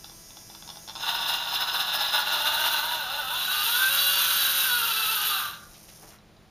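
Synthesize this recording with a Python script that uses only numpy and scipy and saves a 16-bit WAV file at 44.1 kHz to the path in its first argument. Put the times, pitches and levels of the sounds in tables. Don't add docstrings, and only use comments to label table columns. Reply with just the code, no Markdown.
import sys
import numpy as np
from scipy import signal
from scipy.fft import rfft, irfft, next_fast_len
from scipy.io import wavfile
from scipy.ndimage import uniform_filter1d, map_coordinates

SR = 44100
rng = np.random.default_rng(int(sys.argv[2]) if len(sys.argv) > 2 else 0)


def digitize_waveform(pressure):
    field = np.atleast_2d(pressure).T
    bounded = np.clip(field, -1, 1)
    quanta = np.round(bounded * 32767).astype(np.int16)
    wavfile.write(sys.argv[1], SR, quanta)


N = 286650
TIME = np.arange(N) / SR

# f/Hz, level/dB
ROOM_AIR = [(15, -22), (28, -0.5), (60, -7.5), (100, -7.5), (180, -8), (255, -17), (350, -13), (460, -16.5),
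            (700, -14), (900, -19.5), (1700, -23.5), (4000, -26), (15000, -40.5)]
# f/Hz, level/dB (rms)
HUM_TONES = [(118.4, -67.5), (160.5, -65.5), (207.9, -64.5), (322, -73)]
# f/Hz, t60/s
WALL_DECAY = [(200, 0.11), (1400, 0.31), (4000, 0.17), (12000, 0.14)]
# t/s, level/dB, rise/s, decay/s, centre f/Hz
SETTLING_KNOCKS = [(5.741, -49.5, .002, 0.028, 4740), (5.878, -52, 0.013, 0.018, 3320),
                   (6.025, -47, 0.0088, 0.024, 860), (6.09, -54, 0.048, .022, 1600),
                   (6.102, -52, .003, 0.012, 5000)]
# t/s, level/dB
BUZZ_LEVEL = [(0.4, -44.5), (1.2, -43.5), (3.0, -54), (5.5, -46.5), (5.75, -47)]
# f/Hz, level/dB
WINDING_COLOUR = [(330, 1), (660, -1), (1200, -3.5), (2500, -6), (4500, -3), (5200, 4), (6000, 4),
                  (6700, 1.5), (7300, -0.5), (9000, 1), (13200, -1), (15000, -7)]
SINGING_LEVELS = [7, 2.5, 4.5, 0.5, 8, 7.5]
# t/s, level/dB, main ring f/Hz
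SLIPPING_TEETH = [(0.0433, -32, 3570), (0.0962, -37.5, 3500), (0.1171, -45.5, 3540), (0.3057, -39.5, 3600),
                  (0.3696, -35.5, 3500), (0.4993, -36, 3600), (0.5487, -34, 3560), (0.6235, -34, 3500),
                  (0.6764, -33, 3670), (0.6903, -30, 3630), (0.7013, -30, 3460), (0.7572, -36, 3540),
                  (0.7704, -35, 3630), (0.8769, -31, 3560), (0.8864, -29, 3520), (0.8954, -26.5, 3530),
                  (0.9044, -31, 3550), (0.9532, -29, 3570), (0.9597, -26.5, 3600), (0.9674, -31, 3540),
                  (0.9774, -34, 3660), (0.9884, -44, 3420), (1.0056, -29, 3590), (5.7418, -53, 3930),
                  (6.1868, -50, 3970), (6.3664, -52, 3930)]
# f/Hz, level/dB, t60/s
HOUSING_RINGS = [(876, -7.5, 0.018), (1080, -14, .024), (1400, -12, .015), (2830, -15.5, 0.018),
                 (4030, -9, 0.014), (5180, -5.5, 0.016), (5270, -11, .01)]
# t/s, rate/tooth meshes per s
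GEAR_SPEED = [(1.0, 210), (1.9, 240), (2.3, 280), (2.72, 298), (2.79, 280), (2.86, 315), (2.99, 305),
              (3.05, 247), (3.1, 262), (3.14, 290), (3.19, 300), (3.23, 261), (3.28, 260), (3.35, 342),
              (3.47, 362), (3.53, 402), (3.61, 404), (3.68, 465), (3.74, 483), (3.8, 519), (3.87, 521),
              (3.91, 552), (3.99, 564), (4.1, 563), (4.2, 568), (4.43, 564), (4.5, 545), (4.6, 540),
              (4.66, 520), (4.695, 489), (4.76, 486), (4.81, 455), (4.87, 470), (4.94, 432), (5.0, 450),
              (5.06, 425), (5.12, 452), (5.19, 405), (5.26, 432), (5.33, 400), (5.41, 350), (5.65, 110)]
# t/s, level/dB
GEAR_LOAD = [(2.0, -0.5), (2.7, -2.5), (3.15, -1), (3.5, -10.5), (3.8, -15), (4.5, -15.5), (5.2, -18),
             (5.5, -9)]
# t/s, level/dB
MOTOR_EFFORT = [(1.05, -3.5), (1.45, -3.5), (1.9, -3.5), (2.25, -2.5), (2.45, -1), (2.8, -0.5), (3.1, 0),
                (3.6, 0.75), (4.2, 0.65), (5.3, 0.47)]
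# t/s, rise/dB
MOTOR_PUSHES = [(1.035, 3), (1.092, 9.5), (1.157, 7), (1.225, 6), (1.293, 10), (1.345, 8), (1.417, 3),
                (1.486, 4.5), (1.548, 9), (1.616, 8), (1.683, 5), (1.747, 8.5), (1.807, 8.5), (1.879, 4.5),
                (1.949, 8), (2.014, 8.5), (2.079, 5.5), (2.147, 8.5), (2.196, 7), (2.28, 5), (2.34, 7.5),
                (2.408, 4.5), (2.473, 7), (2.541, 4.5), (2.606, 6), (2.666, 8), (2.732, 5), (2.79, 5),
                (2.853, 2), (2.934, 2.5)]
# t/s, level/dB
WHINE_SWELL = [(2.2, -4), (2.7, -1), (2.95, 5), (3.25, 5.5), (3.42, 1), (3.72, -0.5), (3.88, 2), (4.03, -1),
               (4.09, 3), (4.2, -2.5), (4.62, -2.5), (4.73, 3.5), (4.82, -0.5), (5.22, 0), (5.38, 2),
               (5.48, -4)]
# multiple, level/dB, blur (relative depth of phase smear)
MESH_OVERTONES = [(1, -12, 0.29), (2, -11.5, .2), (3, -5, 0.095), (4, -9.5, 0.13), (5, -5.5, .2),
                  (6, -4, 0.33), (7, -3.5, 0.61), (8, -5, 0.44), (9, -1, 0.21), (10, 0.5, 0.27),
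                  (11, 0.5, 0.27)]
# f/Hz, width/Hz, level/dB
WHINE_RESONANCES = [(427, 19, -21), (564, 87, -16), (754, 86, -14), (925, 128, -9), (1078, 79, -10.5),
                    (1210, 69, -4.5), (1352, 71, -3), (1460, 28, 2), (1546, 38, 0), (2640, 44, -6),
                    (2843, 156, -6.5), (3425, 150, -7), (3914, 72, -1), (4490, 123, -10)]
# f/Hz, width/Hz, level/dB
CHASSIS_RINGS = [(600, 40, -11), (802, 120, -3.5), (944, 61, 1.5), (1117, 30, -2), (1190, 30, -2.5),
                 (1440, 63, 2.5), (1498, 69, -5), (1680, 7.4, 2), (2797, 146, 2), (3570, 145, 5),
                 (3940, 96, 4)]
# f/Hz, width/Hz, level/dB
GEARBOX_RINGS = [(645, 800, -21.5), (1410, 200, -3), (2485, 22, 2), (2870, 620, -3), (3520, 120, 5.5),
                 (3893, 56, 8), (4960, 130, -17)]
# f/Hz, level/dB
STRAINED_COLOUR = [(100, -50), (350, -13), (500, -18.5), (700, -4), (1000, -8), (1600, -1.5), (2100, -11),
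                   (2700, -71), (4000, 6.5), (4600, -10), (6500, -11.5), (9000, -25)]
# f/Hz, level/dB
FREE_COLOUR = [(100, -38), (400, -17), (700, -34), (1050, -10.5), (1500, 2.5), (1850, -8.5), (2250, -13),
               (2700, -4.5), (3300, 0.5), (4000, -3.5), (4900, -6.5), (7000, -9), (9000, -40)]
# f/Hz, level/dB
PRESSED_BRUSHES = [(6000, -30), (8500, -0.5), (10000, 1.5), (11200, 0.5), (12300, 6.5), (13250, 2),
                   (13900, -3), (14800, 12), (15300, -24)]
# f/Hz, level/dB
FREE_BRUSHES = [(6000, -27.5), (8400, -10.5), (9600, -3.5), (11000, -4.5), (12400, 1), (13300, 1),
                (14100, 0.5), (14800, -39), (15300, -28)]

NOTCH_HZ, TOP_HZ = 7950, 15400
ECHO_SHIFT_S = 0.3
CHOP_HZ, FIRST_SINGING = 331.9, 15
BUZZ_OFF_S, BUZZ_FADE_S = 6.2, 0.1
TICK_DB, TICK_T60_S, TICK_RISE_S = 6, 0.01, 0.001
CRACK_DB = -8
START_S, START_FADE_S = 0.96, 0.07
STOP_S, STOP_FADE_S = 5.625, 0.25
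FULL_SPEED = 570
PINION_TEETH, WORN_SHARE = 13, 0.55
GRIND_DB, GRIND_GROWS, GRIND_LOAD_DB = -23.5, 1.524, 2
BRUSH_DB, BRUSH_GROWS, BRUSH_LOAD_DB = -24.5, 1.49, -9
PUSH_WIDTH_S = 0.018
SWELL_EASES, PUSH_SINGS = 0.65, 0.6
WHINE_CHOKE, RUN_DOWN_POWER = 0.62, 1.8
STRAIN_TILT_DB, PIVOT_ORDER = 8, 5
FLUTTER_DB, RUNOUT = 2.3, 0.27
STRAIN_RING_DB = -4


def amp(db):
    return 10 ** (np.asarray(db) / 20)


def unit(x):
    return x / np.sqrt(np.mean(x ** 2) + 1e-20)


def along(points, hz):
    f, value = np.transpose(points)
    return np.interp(np.log(hz + 1), np.log(f + 1), value)


def curve(points):
    s, value = np.transpose(points)
    return np.interp(TIME, s, value)


def between(start, stop, fade_in, fade_out):
    return np.clip(np.minimum((TIME - start) / fade_in, (stop - TIME) / fade_out), 0, 1)


def wobble(rate):
    knots = rng.standard_normal(int(N * rate / SR) + 4)
    return map_coordinates(knots, [TIME * rate])


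def filtered(x, response):
    m = next_fast_len(N + SR // 2)
    return irfft(rfft(x, m) * response(np.fft.rfftfreq(m, 1 / SR)), m)[..., :N]


def coloured(x, spectrum):
    return unit(filtered(x, lambda hz: amp(along(spectrum, hz))))


def rung(x, modes):
    def response(f):
        total = 0
        for k, (centre, width, db) in enumerate(modes):
            damping = 1j * f * width
            total = total + (-1) ** k * amp(db) * damping / (centre * centre - f * f + damping)
        return total
    return filtered(x, response)


def meshing(phase, scrape, scatter_db, worn=0):
    strength = amp(scatter_db * rng.standard_normal(N)[phase.astype(int)])
    surface = rng.standard_normal(PINION_TEETH * SR // FULL_SPEED)
    turn = phase / PINION_TEETH % 1
    repeated = map_coordinates(surface, [turn * (len(surface) - 1)])
    texture = np.sqrt(1 - worn) * rng.standard_normal(N) + np.sqrt(worn) * repeated
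    return unit(strength * np.exp(-(phase % 1) / scrape) * texture)


def background():
    air = amp(-56) * coloured(rng.standard_normal(N), ROOM_AIR)
    hum = 0
    for hz, db in HUM_TONES:
        sine = np.sqrt(2) * np.sin(2 * np.pi * hz * TIME + 0.3 * wobble(3))
        hum = hum + amp(db + 1.5 * wobble(4)) * sine
    rumble_colour = [(20, 0), (60, -5), (150, -18), (500, -25), (4000, -42)]
    rumble = amp(-67) * coloured(rng.standard_normal(N), rumble_colour)
    return air + hum + np.array([rumble, -rumble])


def walls(x):
    step = int(ECHO_SHIFT_S * SR)
    source, out = np.pad(x, (step, 2 * step)), np.zeros(N + 3 * SR)
    fade = np.sqrt(np.hanning(2 * step))
    for start in range(0, N + step, step):
        hz, t, bands = signal.stft(rng.standard_normal(SR // 2), SR, nperseg=256)
        decay = amp(-60 * t / along(WALL_DECAY, hz)[:, None])
        tail = signal.istft(bands * decay, SR, nperseg=256)[1]
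        echo = signal.fftconvolve(source[start:start + 2 * step] * fade, tail / np.linalg.norm(tail))
        out[start + SR // 200:][:len(echo)] += echo
    return out[step:step + N]


def settling():
    out = np.zeros(N)
    for s, db, rise, decay, hz in SETTLING_KNOCKS:
        colour = [(hz / 8, -30), (hz / 2, -3), (hz, 0), (hz * 2, -10), (hz * 8, -40)]
        rub = coloured(rng.standard_normal(N), colour)
        attack = np.clip((TIME - s) / rise, 0, 1)
        out += amp(db) * attack * np.exp(-np.maximum(TIME - s - rise, 0) / decay) * rub
    return out


def pulse_train(phase, strength_db):
    delays = np.exp(2j * np.pi * rng.random(len(strength_db)))
    cycle = irfft(np.r_[0, amp(strength_db) * delays], 2 ** 11)
    return unit(np.interp(phase % 1, np.arange(len(cycle)) / len(cycle), cycle))


def controller():
    phase = CHOP_HZ * TIME + 0.008 * wobble(9)
    orders = np.arange(1, int(TOP_HZ / CHOP_HZ) + 1)
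    strength_db = 1.5 * rng.standard_normal(len(orders)) * (orders > FIRST_SINGING)
    strength_db[FIRST_SINGING - 1:][:len(SINGING_LEVELS)] = SINGING_LEVELS
    steady = pulse_train(phase, strength_db)
    wavering = sum(wobble(12) * pulse_train(phase, strength_db) for _ in range(3))
    kicks = unit(steady + 0.35 * wavering)
    rough = np.interp(TIME, [1, 5.5], [0.45, 0.95])
    rasp = meshing(phase, scrape=0.83, scatter_db=2.6)
    buzz = np.sqrt(1 - rough) * kicks + np.sqrt(rough) * rasp
    switch_off = np.clip((BUZZ_OFF_S - TIME) / BUZZ_FADE_S, 0, 1)
    return amp(curve(BUZZ_LEVEL)) * switch_off * coloured(buzz, WINDING_COLOUR)


def stall_ticks():
    t = np.arange(SR // 25) / SR
    out = np.zeros(N)
    for s, db, ring_hz in SLIPPING_TEETH:
        ring = amp(-60 * t / TICK_T60_S) * np.sin(2 * np.pi * ring_hz * t)
        housing = 0
        for hz, level, t60 in HOUSING_RINGS:
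            decay = amp(level + rng.normal(0, 1.6) - 60 * t / t60)
            housing = housing + decay * np.sin(2 * np.pi * hz * rng.normal(1, 0.034) * t)
        crack = amp(CRACK_DB - 60 * t / 0.012) * uniform_filter1d(rng.standard_normal(len(t)), size=4)
        attack = 1 - np.exp(-t / TICK_RISE_S)
        out[round(s * SR):][:len(t)] += amp(db + TICK_DB) * attack * (ring + housing + crack)
    return out


def motor_pushes():
    return sum(db * np.exp(-0.5 * ((TIME - s) / PUSH_WIDTH_S) ** 2) for s, db in MOTOR_PUSHES)


def brush_hiss(phase, load, level_db):
    sparks = meshing(phase, scrape=1.0, scatter_db=0.9)
    pressed = np.sqrt(load)
    hiss = pressed * coloured(sparks, PRESSED_BRUSHES) + (1 - pressed) * coloured(sparks, FREE_BRUSHES)
    flicker_db = 1.4 * np.sin(2 * np.pi * 33 * TIME + wobble(3.76)) + 1.2 * wobble(45)
    return amp(level_db + flicker_db) * hiss


def gearbox_ring_out():
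    modes = [(1190, 42, -1), (1412, 29, -3), (1540, 44, -3.5), (3910, 90, -8)]
    ringing = unit(rung(rng.standard_normal(N), modes))
    level_db = np.interp(TIME, [5.2, 5.42, 5.7, 6.1], [-65, -33.5, -62, -110])
    return amp(level_db) * ringing * between(5.2, 6.7, 0.016, 0.016)


def grinding(phase, load):
    knocks = unit(rung(meshing(phase, 0.45, 2.3, WORN_SHARE), CHASSIS_RINGS))
    strained = unit(knocks + amp(-6) * coloured(meshing(phase, 1.0, 2.0), STRAINED_COLOUR))
    ringing = unit(rung(meshing(phase, 0.68, 2.0, WORN_SHARE), GEARBOX_RINGS))
    free = unit(coloured(meshing(phase, 0.39, 2.0, WORN_SHARE), FREE_COLOUR) + amp(-2.5) * ringing)
    high_ring = unit(rung(meshing(phase, 0.32, 1.0), [(5150, 67, 0)]))
    ease = np.sqrt(1 - load ** 2)
    return amp(3) * load * strained + amp(-3) * ease * free + amp(STRAIN_RING_DB) * load ** 9 * high_ring


def mesh_tone(phase, order, blur):
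    slack = blur * (1.5 * wobble(30) + 0.1 * wobble(220))
    turn = 2 * np.pi * phase / 5.2 + wobble(12)
    once, twice = (1 + wobble(7) / 2) * np.sin(turn), (1 + wobble(7)) * np.sin(2 * turn)
    runout = 1 + RUNOUT * (once + twice)
    return unit(runout * amp(FLUTTER_DB * wobble(28)) * np.sin(2 * np.pi * order * phase + slack))


def whine(phase, load):
    partials = 0
    for order, db, blur in MESH_OVERTONES:
        tilt_db = STRAIN_TILT_DB * load * np.log2(max(order, 2) / PIVOT_ORDER)
        partials = partials + amp(db - tilt_db) * mesh_tone(phase, round(order), blur)
    return rung(partials, WHINE_RESONANCES)


def drivetrain():
    speed = curve(GEAR_SPEED)
    pace_db = 20 * np.log10(speed / FULL_SPEED)
    load = np.clip(amp(curve(GEAR_LOAD)), 0, 1)
    push_db, swell_db = motor_pushes(), curve(WHINE_SWELL)
    surge_db = curve(MOTOR_EFFORT) + push_db
    running = between(START_S, STOP_S, START_FADE_S, STOP_FADE_S)
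    unevenness = 1 + (0.004 + 0.025 * load ** 6) * wobble(40)
    phase = np.cumsum(speed * unevenness * amp(0.1 * push_db)) / SR

    grind = amp(-SWELL_EASES * np.maximum(swell_db, 0)) * grinding(phase, load)
    overtones = amp(swell_db + PUSH_SINGS * push_db) * whine(phase, load)
    whine_share = (1 - WHINE_CHOKE * load ** 2) * running ** RUN_DOWN_POWER
    gear_db = GRIND_DB + GRIND_GROWS * pace_db + GRIND_LOAD_DB * load ** 2
    gears = amp(gear_db + surge_db + 0.48 * wobble(50)) * (grind + whine_share * overtones)

    brush_db = BRUSH_DB + BRUSH_GROWS * pace_db + BRUSH_LOAD_DB * np.sqrt(load)
    brushes = brush_hiss(phase, load, brush_db + 1.56 * surge_db)
    return (gears + brushes) * running + gearbox_ring_out()


def scene():
    truck = drivetrain() + stall_ticks() + settling()
    return amp(-0.52) * truck + amp(-6.5) * walls(truck) + amp(-4) * controller() + background()


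def record(dry):
    def response(hz):
        offset = (hz - NOTCH_HZ) ** 2
        return offset / (offset + 380 ** 2) * (hz < TOP_HZ)
    return filtered(dry, response)


dry = scene()
out = record(dry)
digitize_waveform(out)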